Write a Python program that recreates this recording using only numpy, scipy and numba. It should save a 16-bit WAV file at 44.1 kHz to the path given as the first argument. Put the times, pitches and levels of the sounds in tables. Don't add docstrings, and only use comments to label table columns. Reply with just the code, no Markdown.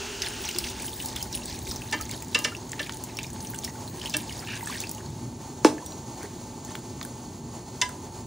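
import sys
import numpy as np
from scipy import signal
from scipy.fft import rfft, irfft
from scipy.io import wavfile
from scipy.ndimage import uniform_filter1d
from numba import njit

SR = 44100
rng = np.random.default_rng(int(sys.argv[2]) if len(sys.argv) > 2 else 0)


def transcribe(u):
    v = np.clip(np.atleast_2d(u).T, -1, 1)
    q = np.round(v * 32767).astype(np.int16)
    wavfile.write(sys.argv[1], SR, q)


def voltage_ratio(level):
    return 10 ** (np.asarray(level, float) / 20)


N = 364266
HZ = np.arange(N // 2 + 1) * SR / N
POUR_STARTS_S, POUR_ENDS_S = 0.2, 5.2
SWELL_CYCLES, STRIKE_CYCLES = 1.28, 0.35


def unit(x):
    return x / np.sqrt(np.mean(x ** 2))


def noise():
    return rng.standard_normal(N)


def over_hz(hz, values):
    return np.interp(np.log(HZ + 1), np.log(hz), values)


def band(x, lo_hz, hi_hz):
    return signal.sosfilt(signal.butter(2, [lo_hz, hi_hz], "band", fs=SR, output="sos"), x)


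def walk(rate):
    k = int(SR / rate)
    held = np.repeat(rng.standard_normal(N // k + 1), k)
    return unit(uniform_filter1d(held, k)[:N])


@njit
def rings(start_s, hz, t60, size, glide, rise=STRIKE_CYCLES):
    out = np.zeros(N)
    for s, f, t, a, g in zip(start_s, hz, t60, size, glide):
        first, length, phase, closed = int(s * SR), t * SR, 0., 1.
        fade, opening = np.exp(-np.log(1000) / length), np.exp(-f / (rise * SR))
        for i in range(min(int(length), N - first)):
            out[first + i] += a * (1 - closed) ** 2 * np.sin(phase)
            phase += 2 * np.pi * f * (1 + g * i / length) / SR
            a *= fade
            closed *= opening
    return out


def cluster(s, length, hz, db, t60, scatter, count, rise=STRIKE_CYCLES):
    u = rng.random((len(s), count, 4))
    u[:, 0, :3] = 0, .5, 1
    start_s = s[:, None] + length[:, None] * u[..., 0]
    pitch = np.minimum(hz[:, None] * np.exp(scatter * (u[..., 1] - .5)), .4 * SR)
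    decay = t60[:, None] * (.5 + u[..., 3])
    size = voltage_ratio(db)[:, None] * u[..., 2] ** 2
    glide = 0.18 * u[..., 3]
    return rings(start_s.ravel(), pitch.ravel(), decay.ravel(), size.ravel(), glide.ravel(), rise)


def bursts(start_s, db, t60):
    kicks = np.zeros(N)
    np.add.at(kicks, (np.asarray(start_s) * SR).astype(int), voltage_ratio(db))
    return signal.lfilter([1], [1, -np.exp(-np.log(1000) / (t60 * SR))], kicks) * noise()


# (frequency [Hz], level [dB per Hz])
ROAR_SPECTRUM = [(20, -33), (40, -5), (60, 5), (130, -4.5), (260, -1), (420, -13), (520, -13),
                 (1000, -15.5), (1400, -25), (2500, -29), (5000, -25.5), (8000, -25.5), (11000, -30),
                 (15700, -31)]
# (frequency [Hz], width [Hz], gain [dB])
CAVITIES = [(118, 41, 7.5), (240.6, 15.5, 8), (372.3, 127, 12), (877.5, 86, 9.5), (4380, 85, 10.5),
            (6120, 67, 10), (6600, 180, 13.5), (7150, 96, 12), (10270, 750, 9)]
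# (time [s], strength [dB])
FLAME_SURGES = [(0.0, -60), (0.18, -58), (0.48, -53), (1.86, -43.5), (2.02, -43), (2.64, -46.5),
                (3.06, -48), (3.4, -42.5), (4.69, -45.5), (5.2, -41.5), (5.77, -47.5), (7.5, -44),
                (7.89, -48), (8.26, -43)]
# (level at the usual strength [dB], share of the surge [1])
BASS_PARTS = [
    (-54.5, 0.13),
    (-44, 0.65),
    (-45, 0.17),
]


def burner():
    colour = voltage_ratio(over_hz(*np.transpose(ROAR_SPECTRUM)))
    for centre_hz, width_hz, peak_db in CAVITIES:
        colour = colour * voltage_ratio(peak_db / (1 + (2 * (HZ - centre_hz) / width_hz) ** 2))
    spectrum = rfft(noise()) * colour
    below = [1 / (1 + (HZ / edge_hz) ** 8) for edge_hz in (85, 200, 500)]
    roar = voltage_ratio(-43.5 + 1.55 * walk(30)) * unit(irfft(spectrum * (1 - below[-1]), N))
    t = np.arange(N) / SR
    surge_db = np.interp(t, *np.transpose(FLAME_SURGES)) + 47
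    breeze_db = 7 / (1 + np.exp((t - 1.8) / 0.047))
    for (db, share), upper, lower, lift_db in zip(BASS_PARTS, below, [0] + below, (breeze_db, 0, 0)):
        roar += voltage_ratio(db + share * surge_db + lift_db) * unit(irfft(spectrum * (upper - lower), N))
    return roar


# (time [s], level [dB], air column resonance [Hz])
STEAM_COURSE = [
    (0, -37, 395),
    (.3, -39, 394.5),
    (.55, -41, 374),
    (.8, -43, 335.5),
    (1.1, -78, 314),
]
# (frequency [Hz], level [dB per Hz])
STEAM_SPECTRUM = [(700, -24), (1500, -3.5), (2100, -12), (2800, -0.5), (3600, -9.5), (5000, -7),
                  (6500, -5.5), (8000, -12), (15000, -18)]


def steam():
    s, db, column_hz = np.transpose(STEAM_COURSE)
    t = np.arange(N) / SR
    hiss = unit(irfft(rfft(noise()) * voltage_ratio(over_hz(*np.transpose(STEAM_SPECTRUM))), N))
    wobble = unit(band(noise(), 2.0, 29))
    column = wobble * np.sin(2 * np.pi * np.cumsum(np.interp(t, s, column_hz)) / SR)
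    return voltage_ratio(np.interp(t, s, db) - 60 * (t > s[-1])) * (hiss + voltage_ratio(-4.0) * column)


def droplets(rate, lo_hz, hi_hz, cycles, spread_db, hiss_db):
    u = rng.random((int(rate * N / SR), 4))
    start_s = u[:, 0] * N / SR
    pouring = (start_s > POUR_STARTS_S) & (start_s < POUR_ENDS_S)
    u, start_s = u[pouring], start_s[pouring]
    hz = lo_hz * (hi_hz / lo_hz) ** u[:, 1]
    size = voltage_ratio(-spread_db * np.log(u[:, 2] + 1 / 40))
    swarm = rings(start_s, hz, cycles * (0.4 + u[:, 3]) / hz, size, 0.17 * u[:, 3], SWELL_CYCLES)
    hiss = band(noise(), lo_hz, hi_hz)
    return unit((unit(swarm) + voltage_ratio(hiss_db) * unit(hiss)) * voltage_ratio(3.04 * walk(25)))


# (time [s], agitation [dB], fineness of the break-up [dB])
FLOW = [(0.0, -37, -12.5), (0.55, -44, 3), (1.01, -42, 1), (2.23, -46, -1), (3.15, -49, -2),
        (3.45, -46.5, -0.5), (3.7, -58.5, 10), (3.93, -46.5, -0.5), (4.21, -44, -2), (4.44, -45.5, 1),
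        (4.52, -41.5, -2.5), (4.74, -40.5, 1.5), (5.08, -50, 6), (6.53, -40, 4), (7.45, -51, 4),
        (7.75, -43, 5), (8.26, -58, -1)]
# (time [s], length [s], centre frequency [Hz], level [dB])
BUBBLE_CLUSTERS = [(0.247, 0.058, 2860, -20), (0.476, 0.07, 3340, -23), (0.658, 0.038, 3320, -23.5),
                   (.56, 0.096, 3800, -24), (0.723, 0.075, 3430, -31), (.87, 0.051, 5200, -26),
                   (1.054, 0.045, 5400, -47), (1.188, 0.072, 3580, -30), (2.027, 0.091, 3140, -27),
                   (2.128, 0.044, 2800, -28), (2.802, .04, 1950, -33), (2.845, 0.064, 3270, -29),
                   (3.21, 0.066, 2970, -29), (3.664, 0.073, 3520, -31), (4.047, 0.068, 2920, -25.5),
                   (4.2, 0.028, 3400, -30), (4.528, 0.091, 2270, -27), (4.598, 0.061, 1930, -37),
                   (4.684, 0.086, 1890, -34), (4.833, 0.047, 3020, -34), (6.232, 0.054, 1310, -36.5),
                   (6.7, 0.043, 1810, -39), (6.751, 0.03, 3100, -39), (6.7, 0.056, 5200, -30),
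                   (1.17, 0.035, 2050, -33), (1.983, 0.027, 2600, -37), (1.19, 0.048, 3220, -35),
                   (4.54, 0.072, 5800, -24), (0.672, .04, 5000, -26), (4.432, 0.022, 1210, -38),
                   (4.68, 0.044, 6000, -38)]
# (frequency [Hz], width [Hz], level [dB])
GUSH_BANDS = [(1690, 240, -3), (2550, 420, -3), (2840, 200, -4.5), (4400, 1100, -10)]


def stream():
    t = np.arange(N) / SR
    s, agitation_db, fineness_db = np.transpose(FLOW)
    fine_db = np.interp(t, s, fineness_db)
    flow_db = np.interp(t, s, agitation_db) + 1.86 * walk(14)
    spray_db = -2 + fine_db - 20 * np.clip((t - POUR_ENDS_S) / 0.59 + 1, 0, 1)
    gurgle = voltage_ratio(flow_db - 11.5 - fine_db) * droplets(1500, 1545, 3380, 26, 3.9, hiss_db=-9)
    spatter = voltage_ratio(flow_db - 6) * droplets(2200, 3440, 8500, 24, 4.4, hiss_db=-9)
    spray = voltage_ratio(flow_db + spray_db) * droplets(900, 8100, 15700, 25, 8.8, hiss_db=-1.4)
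    s, length, hz, db = np.transpose(BUBBLE_CLUSTERS)
    sloshes = cluster(s - length / 2, length, hz, db, 24 / hz, 1.3, count=90, rise=SWELL_CYCLES)
    sheet = np.zeros(N)
    for centre_hz, width_hz, level_db in GUSH_BANDS:
        tone = unit(band(noise(), centre_hz - width_hz / 2, centre_hz + width_hz / 2))
        sheet += voltage_ratio(level_db + 2.3 * walk(60)) * tone
    gush_s, gush_length_s, gush_db = 4.53, 0.056, -41
    gush = voltage_ratio(gush_db) * np.exp(-((t - gush_s) / gush_length_s) ** 4) * sheet
    return gurgle + spatter + spray + sloshes + gush


# (time [s], peak [dB], bubble frequency [Hz], snap [dB])
HOT_DROPS = [(0.2200, -5.5, 5470, -27), (.452, -16, 5790, -20), (.512, -19.5, 5560, -18),
             (0.5484, -20, 4660, -23), (0.5858, -14.5, 4640, -10), (1.059, -21, 8850, -8),
             (1.0855, -22, 5390, -21), (1.161, -32, 2000, 1), (1.2265, -20, 5230, -9),
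             (1.327, -23, 5580, -17), (1.35, -8, 9560, -42), (1.712, -11.5, 5220, -33),
             (1.7605, -17, 5870, -21), (2.0112, -20.5, 6500, -12), (2.1123, -21.5, 4300, -10),
             (2.3897, -30.5, 1210, 1.5), (2.7181, -16, 7440, -20), (2.9224, -22, 6200, -20),
             (2.9706, -41, 6460, 3), (3.038, -20, 6630, -12.5), (3.17, -22, 5300, -14.5),
             (3.471, -19, 5870, -35), (3.5597, -21, 8300, -32), (3.5879, -19, 6230, -15),
             (3.647, -13, 5270, -19.5), (4.0971, -19.5, 6200, -14.5), (4.168, -18, 7940, -4.5),
             (4.8036, -23, 6670, -7.5), (4.8935, -33, 6800, 1.5), (4.9138, -32.5, 7200, -0.5),
             (1.9128, -27, 5800, -11), (2.33, -29, 3770, -25), (2.442, -15, 5760, -23),
             (3.642, -26.5, 7500, -5), (4.129, -29, 3050, -25), (4.273, -35, 4910, -25),
             (4.9, -33, 5340, -25), (4.484, -34, 5200, -18)]
# (time [s], peak [dB], bubble frequency [Hz], snap [dB])
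STIR_TICKS = [
    (5.781, -28.5, 1690, -26),
    (5.862, -30.5, 3680, -6.5),
    (5.921, -29, 4060, -30),
    (6.2304, -31.5, 1570, -7.5),
    (6.649, -24, 6600, -15),
    (6.754, -34.5, 2820, -3),
    (7.0144, -30.5, 1190, -22),
    (7.0286, -26, 3550, -11),
    (7.05, -32, 1580, -6),
    (7.891, -32, 1530, -9),
]
# (time [s], peak [dB], bubble frequency [Hz])
FAT_DROPS = [(0.4894, -16, 2780), (0.5615, -21, 3380), (0.6407, -22, 2920), (1.001, -21.5, 2860),
             (1.3737, -27.5, 2850), (1.669, -27, 2340), (1.819, -25.5, 2550), (2.006, -36, 1270),
             (2.52, -32, 1370), (2.5498, -25, 2690), (2.732, -28, 1780), (2.894, -24.5, 2210),
             (3.188, -17.5, 2550), (3.239, -25.5, 3640), (3.535, -27, 1580), (3.677, -26, 1910),
             (4.0577, -20, 2920), (4.295, -24, 2900), (4.473, -22, 2670), (4.672, -21.5, 1680),
             (4.697, -27, 1050), (4.8374, -23.5, 2460), (.479, -21.5, 4050), (0.798, -27.5, 2320),
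             (1.21, -28.5, 2980), (2.7955, -26, 3520), (2.829, -21, 3290), (3.406, -28, 4470),
             (3.755, -36, 1500), (4.071, -23, 3100), (4.308, -29, 2120), (3.547, -29, 2970),
             (1.345, -23, 2900), (1.716, -32, 1290), (3.636, -29, 3270)]
# (time [s], peak [dB], bubble frequency [Hz])
SMALL_DROPS = [(0.4399, -23, 5630), (0.61, -28, 3330), (0.7657, -32, 5490), (0.822, -21, 8250),
               (0.855, -22, 6090), (0.8797, -25, 3060), (0.9315, -28, 3470), (1.13, -25, 7250),
               (1.2161, -24, 6350), (1.4197, -30, 2740), (1.4354, -25, 5750), (1.4571, -18.5, 8200),
               (1.493, -32, 7250), (1.5519, -34, 7080), (1.59, -22, 7840), (1.6174, -30, 4040),
               (1.7, -23, 5440), (1.8766, -29, 6050), (2.0533, -25, 6400), (2.093, -23, 7340),
               (2.2039, -26, 6560), (2.224, -20.5, 7350), (2.2468, -26, 6500), (2.2832, -25, 7000),
               (2.567, -25, 5760), (2.6093, -34, 6650), (2.694, -25, 6340), (2.8634, -27, 2450),
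               (3.2452, -27, 2380), (3.267, -26, 5170), (3.3028, -23.5, 6780), (3.4046, -27, 6330),
               (3.449, -27.5, 2980), (3.545, -20, 7600), (3.6234, -33, 5350), (3.8772, -24.5, 4040),
               (3.9988, -26, 4700), (4.0155, -22, 3040), (4.1044, -23, 4900), (4.2418, -31, 6500),
               (4.3261, -24, 5040), (4.3929, -24, 5070), (4.4498, -40, 2830), (4.6079, -25.5, 1980),
               (4.8154, -22, 6040), (4.8705, -24, 4730), (4.9482, -24, 6500), (4.981, -30.5, 2850),
               (5.0044, -34.5, 1660), (5.0613, -30, 4270), (5.1014, -30, 7200)]
# (time [s], peak [dB], bubble frequency [Hz])
MORE_DROPS = [(.489, -22, 6600), (0.831, -32, 2300), (.9794, -29, 7200), (1.0914, -28, 7500),
              (1.164, -18, 3500), (1.252, -36, 1310), (1.3624, -27, 6970), (1.3744, -26, 6200),
              (2.8424, -29, 9500), (2.8716, -29, 6800), (2.9354, -31, 3320), (3.0454, -30, 7100),
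              (3.231, -20, 6940), (3.583, -28, 8000), (3.6514, -23, 9050), (4.4014, -26, 7200),
              (4.4233, -37, 1410), (4.5554, -22, 6200), (4.659, -27, 7420), (4.6737, -24, 6240),
              (4.6855, -29, 8900), (6.7074, -35, 990), (6.7894, -34, 9000), (2.816, -22, 9400),
              (1.206, -27, 9800), (.643, -23, 4300), (4.699, -28, 6000), (2.094, -31, 2100),
              (2.222, -32, 2370), (1.328, -27, 4900)]
# (time [s], peak [dB])
FLAT_SLAPS = [(1.0005, -39), (2.7935, -26), (2.8949, -26), (3.188, -26.5), (3.362, -35.5), (6.7527, -27),
              (6.962, -41), (7.013, -24), (0.562, -30.5), (3.636, -34), (2.732, -32)]


def drops():
    events = list(HOT_DROPS) + list(STIR_TICKS)
    events += [(s, db, hz, -19) for s, db, hz in FAT_DROPS]
    events += [(s, db - 0.5, hz, -20) for s, db, hz in SMALL_DROPS]
    events += [(s, db, hz, -19) for s, db, hz in MORE_DROPS]
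    s, db, hz, snap_db = np.transpose(events)
    bubbles = cluster(s, 0.0065 + 0 * s, hz, db - 6.5, 0.0038 + 40 / hz, 0.314, count=5, rise=SWELL_CYCLES)
    snaps = band(band(bursts(s, db + snap_db + 14.5, 0.011), 6000, 16000), 5200, 17000)
    slap_s, slap_db = np.transpose(FLAT_SLAPS)
    slaps = band(band(bursts(slap_s, slap_db + 9.0, 0.0077), 820, 4900), 670, 5200)
    pops = rings(s, hz, 14 / hz, voltage_ratio(db - 4.7), 0.32 + 0 * s, SWELL_CYCLES)
    splashes = band(bursts(s, db - 18, 0.033), 2100, 9100)
    crackle = cluster(s, .004 + 0 * s, hz, db + 1.5, 11 / hz, 0.8, count=8, rise=SWELL_CYCLES)
    return bubbles + snaps + slaps + pops + splashes + crackle


# (time [s], frequency [Hz], level [dB], t60 [s])
BIG_BUBBLES = [(.553, 352, -27.5, 0.16), (.632, 66, -25, 0.13), (1.68, 58, -25, 0.14),
               (2.009, 64, -26, 0.15), (4.628, 895, -26, 0.049), (5.079, 148, -25, 0.12),
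               (5.824, 964, -31.5, 0.057), (6.24, 394, -25.5, 0.072), (2.001, 1270, -30, 0.072),
               (2.519, 1360, -33.5, 0.073), (2.549, 2720, -29, 0.034), (1.207, 3100, -33, 0.058)]


def bloops():
    s, hz, db, t60 = np.transpose(BIG_BUBBLES)
    return rings(s, hz, t60, voltage_ratio(db), 0.098 + 0 * s, 0.55)


# (frequency [Hz], t60 [s], level struck at spots 0, 1, 2, 3 [dB])
WALL_MODES = [(305, 0.58, -38, -41, -31.5, -54), (476, 0.097, -20.5, -24, -26.5, -34),
              (607, 0.23, -33.5, -31.5, -27, -42), (895, 0.12, -20, -43, -39, -44),
              (997, 0.54, -52, -43, -52, -30), (1220, 0.28, -36, -32.5, -44, -43),
              (1650, 0.35, -34, -35, -32, -31), (1780, 0.14, -20, -29, -24.5, -33),
              (2050, 0.19, -27.5, -32, -44, -25.5), (2294, 0.21, -31, -34.5, -36, -51),
              (2724, 0.1, -27.5, -17.5, -18, -28), (2800, 0.19, -28, -19.5, -50, -44),
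              (2970, 0.15, -45, -42, -49, -31), (3110, 0.23, -34, -33, -32, -37)]
# (frequency [Hz], t60 [s], level struck at spots 0, 1, 2, 3 [dB])
BLADE_MODES = [(3520, 0.05, -32, -23, -17, -20), (3990, 0.061, -39, -30, -25, -28),
               (4900, 0.049, -26, -23.5, -40, -22), (5370, 0.073, -45, -29, -33, -25),
               (5790, 0.16, -39, -42, -30, -42), (6200, 0.012, -33, -47, -19, -10.5),
               (6840, 0.14, -49, -35, -51, -34), (7500, 0.055, -45, -47, -46, -29),
               (8150, 0.044, -55, -45, -48, -23)]
# (time [s], strength [dB], scrape [dB], share of the free ring time [1])
WALL_KNOCKS = [
    (1.925, -2, -19, 0.74),
    (2.3464, -0.5, -19.5, 0.67),
    (2.4459, -5, -21, 0.77),
    (2.794, -5.5, -31, 0.45),
    (4.1391, -1, -20.5, 0.5),
    (7.8147, -1, -22, 0.74),
]
KNOCK_SPOTS = [(0, 0), (1, 1), (0, 1), (0, 2), (2, 2), (3, 3)]
# (delay [s], level [dB])
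REBOUNDS = [(.009, -3), (.012, -6), (0.015, -4), (.006, -2), (.006, -4), (.016, -10)]


def spatula():
    hz, t60, *spot_db = np.transpose(list(WALL_MODES) + list(BLADE_MODES))
    s, db, scrape_db, free = np.transpose(WALL_KNOCKS)
    roll = 3.4
    out = band(bursts(s, scrape_db + 5.0, 0.022) + bursts(s + 0.003, scrape_db, 0.046), 1700, 9300)
    out += band(bursts(s + 0.025, scrape_db - 14.0, 0.094), 1150, 2800)
    out += cluster(s, .008 + 0 * s, 2300 + 0 * s, scrape_db - 10.5, 0.077 * free, 2.2, count=60, rise=roll)
    for t, strength_db, share, spot, (delay_s, bounce_db) in zip(s, db, free, KNOCK_SPOTS, REBOUNDS):
        u = rng.random((len(hz), 5))
        late = t + 2.2 / hz
        size = voltage_ratio(strength_db + 1.0 + np.mean([spot_db[k] for k in spot], axis=0))
        still = 0 * hz
        out += rings(late, hz * (1 + 0.0028 * (u[:, 1] - .5)), share * t60, 1.21 * size, still, roll)
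        rebound_s = late + delay_s + .002 * u[:, 0]
        rebound_hz = hz * (1 + 0.028 * (u[:, 4] - .5))
        out += rings(rebound_s, rebound_hz, 0.3 * share * t60, voltage_ratio(bounce_db) * size, still)
        twin_t60 = np.minimum(.5 * share * t60, .07)
        out += rings(late, hz * (1 + 0.0084 + 0.039 * u[:, 2]), twin_t60, 0.27 * size, still, roll)
        low_twin_hz = hz * (1 - .01 - 0.034 * u[:, 3])
        out += rings(late + 0.0045 * u[:, 4], low_twin_hz, twin_t60, 0.7 * size, still)
    one = np.ones(1)
    squeak = rings(5.862 * one, 5790 * one, .4 * one, voltage_ratio(-41 * one), 0 * one, 10.0)
    return out * voltage_ratio(1.7 * walk(120)) + squeak


# (frequency [Hz], level [dB], t60 [s])
MUG_MODES = [(254, -16, 0.21), (305, -19, 0.53), (319, 4.5, 0.039), (363, -15.5, 0.072), (419, -17, 0.13),
             (480, -14, 0.13), (580, -21, 0.061), (772, -26, 0.082), (870, -9.5, 0.085), (1203, -5, 0.009),
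             (1740, -25.5, 0.043), (2600, -21.5, 0.018), (2720, -38, 0.1), (3800, -49, 0.062),
             (4550, -57, .1)]


def mug():
    down_s = 5.6468
    hz, db, t60 = np.transpose(MUG_MODES)
    late = down_s + 0.00283 * np.minimum(500 / hz, 1)
    thud = band(band(rings(late, hz, t60, voltage_ratio(db + 2.0), 0 * hz, .05), 310, 12000), 300, 14000)
    tick = band(bursts([down_s], [-12], 0.0098), 700, 11000)
    tail = band(bursts([down_s], [-16], 0.14), 1000, 9400)
    tail += band(bursts([down_s + 0.0028], [-20], 0.18), 250, 1100)
    boom = band(bursts([down_s + 0.022], [-20], 1.0), 260, 540)
    one = np.ones(1)
    shiver = cluster(down_s * one, .03 * one, 390 * one, -31 * one, 0.233 * one, 0.97, count=50, rise=1.5)
    return thud + tick + tail + boom + shiver


def kitchen(x, t60=0.25, wet_db=-14):
    t = np.arange(int(.5 * SR)) / SR
    echoes = band(rng.standard_normal(len(t)), 300, 8900) * np.exp(-np.log(1000) * t / t60) * (t > .002)
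    return x + voltage_ratio(wet_db) * signal.fftconvolve(x, echoes / np.sqrt(np.sum(echoes ** 2)))[:N]


# (frequency [Hz], phase lead of the right [rad], right minus left [dB], unshared part [dB])
PORT_DIFFERENCES = [(200, 0, 0, -45), (400, -.06, 1.1, -21), (900, -.2, 1.9, -15), (1500, -.05, .2, -20),
                    (4500, 0, 0, -22), (6000, .4, 0, -16), (8000, 1.6, 0, -8), (10000, 2.5, 0, -11),
                    (11900, 3.14, 0, -26), (13000, 3.35, 0, -18), (14000, 4, 0, -8), (15700, 4.7, 0, -7)]


def ports(x):
    hz, lead, tilt_db, apart_db = np.transpose(PORT_DIFFERENCES)
    half = voltage_ratio(over_hz(hz, tilt_db) / 2) * np.exp(.5j * over_hz(hz, lead))
    scatter = rng.standard_normal(6000) * np.exp(-np.arange(6000) / 1500)
    scattered = signal.fftconvolve(x, scatter / np.sqrt(np.sum(scatter ** 2)))[:N]
    scattered = rfft(scattered) * voltage_ratio(over_hz(hz, apart_db))
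    direct = rfft(x)
    return irfft([(direct + scattered) / half, (direct - scattered) * half], N)


def scene():
    echoing = kitchen(drops() + spatula() + mug())
    draught = voltage_ratio(-68) * unit(band(noise(), 30, 200)) * np.array([[1], [-1]])
    return ports(burner() + steam() + stream() + bloops() + echoing) + draught


TOP_HZ = 15750


def gate_faint(x, lo_hz, hi_hz, pour_hi_hz, jump_db):
    bins = 24
    hz, t, z = signal.stft(x, SR, nperseg=1024)
    drift = np.repeat(rng.standard_normal((z.shape[1] // 4 + 1, 2)), 4, axis=0)[:z.shape[1]].T
    edges = np.exp(0.035 * drift)
    hi_hz = np.where(t < POUR_ENDS_S, pour_hi_hz, hi_hz)
    faint = (hz[:, None] > lo_hz * edges[0]) & (hz[:, None] < hi_hz * edges[1])
    for inside, db in ((faint, jump_db), (hz[:, None] > TOP_HZ, 15)):
        size = uniform_filter1d(np.abs(z), size=bins, axis=0)[::bins]
        quiet = size < voltage_ratio(db) * signal.medfilt2d(size, (1, 41))
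        z = z * ~(inside & np.repeat(quiet, bins, axis=0)[:len(hz)])
    return signal.istft(z, SR, nperseg=1024)[1][:N]


def top_cut(x):
    return signal.sosfilt(signal.butter(12, 17020, fs=SR, output="sos"), x)


def record(dry):
    dry = np.tanh(0.77 * dry) / 0.87
    dry = irfft(rfft(dry) * np.where(HZ > TOP_HZ, voltage_ratio(-33), 1), N)
    mid = gate_faint((dry[0] + dry[1]) / 2, 10600, 14000, 13500, jump_db=6.5)
    side = gate_faint((dry[0] - dry[1]) / 2, 1430, 6260, 7360, jump_db=9.5)
    return top_cut(np.array([mid + side, mid - side]))


dry = scene()
out = record(dry)
transcribe(out)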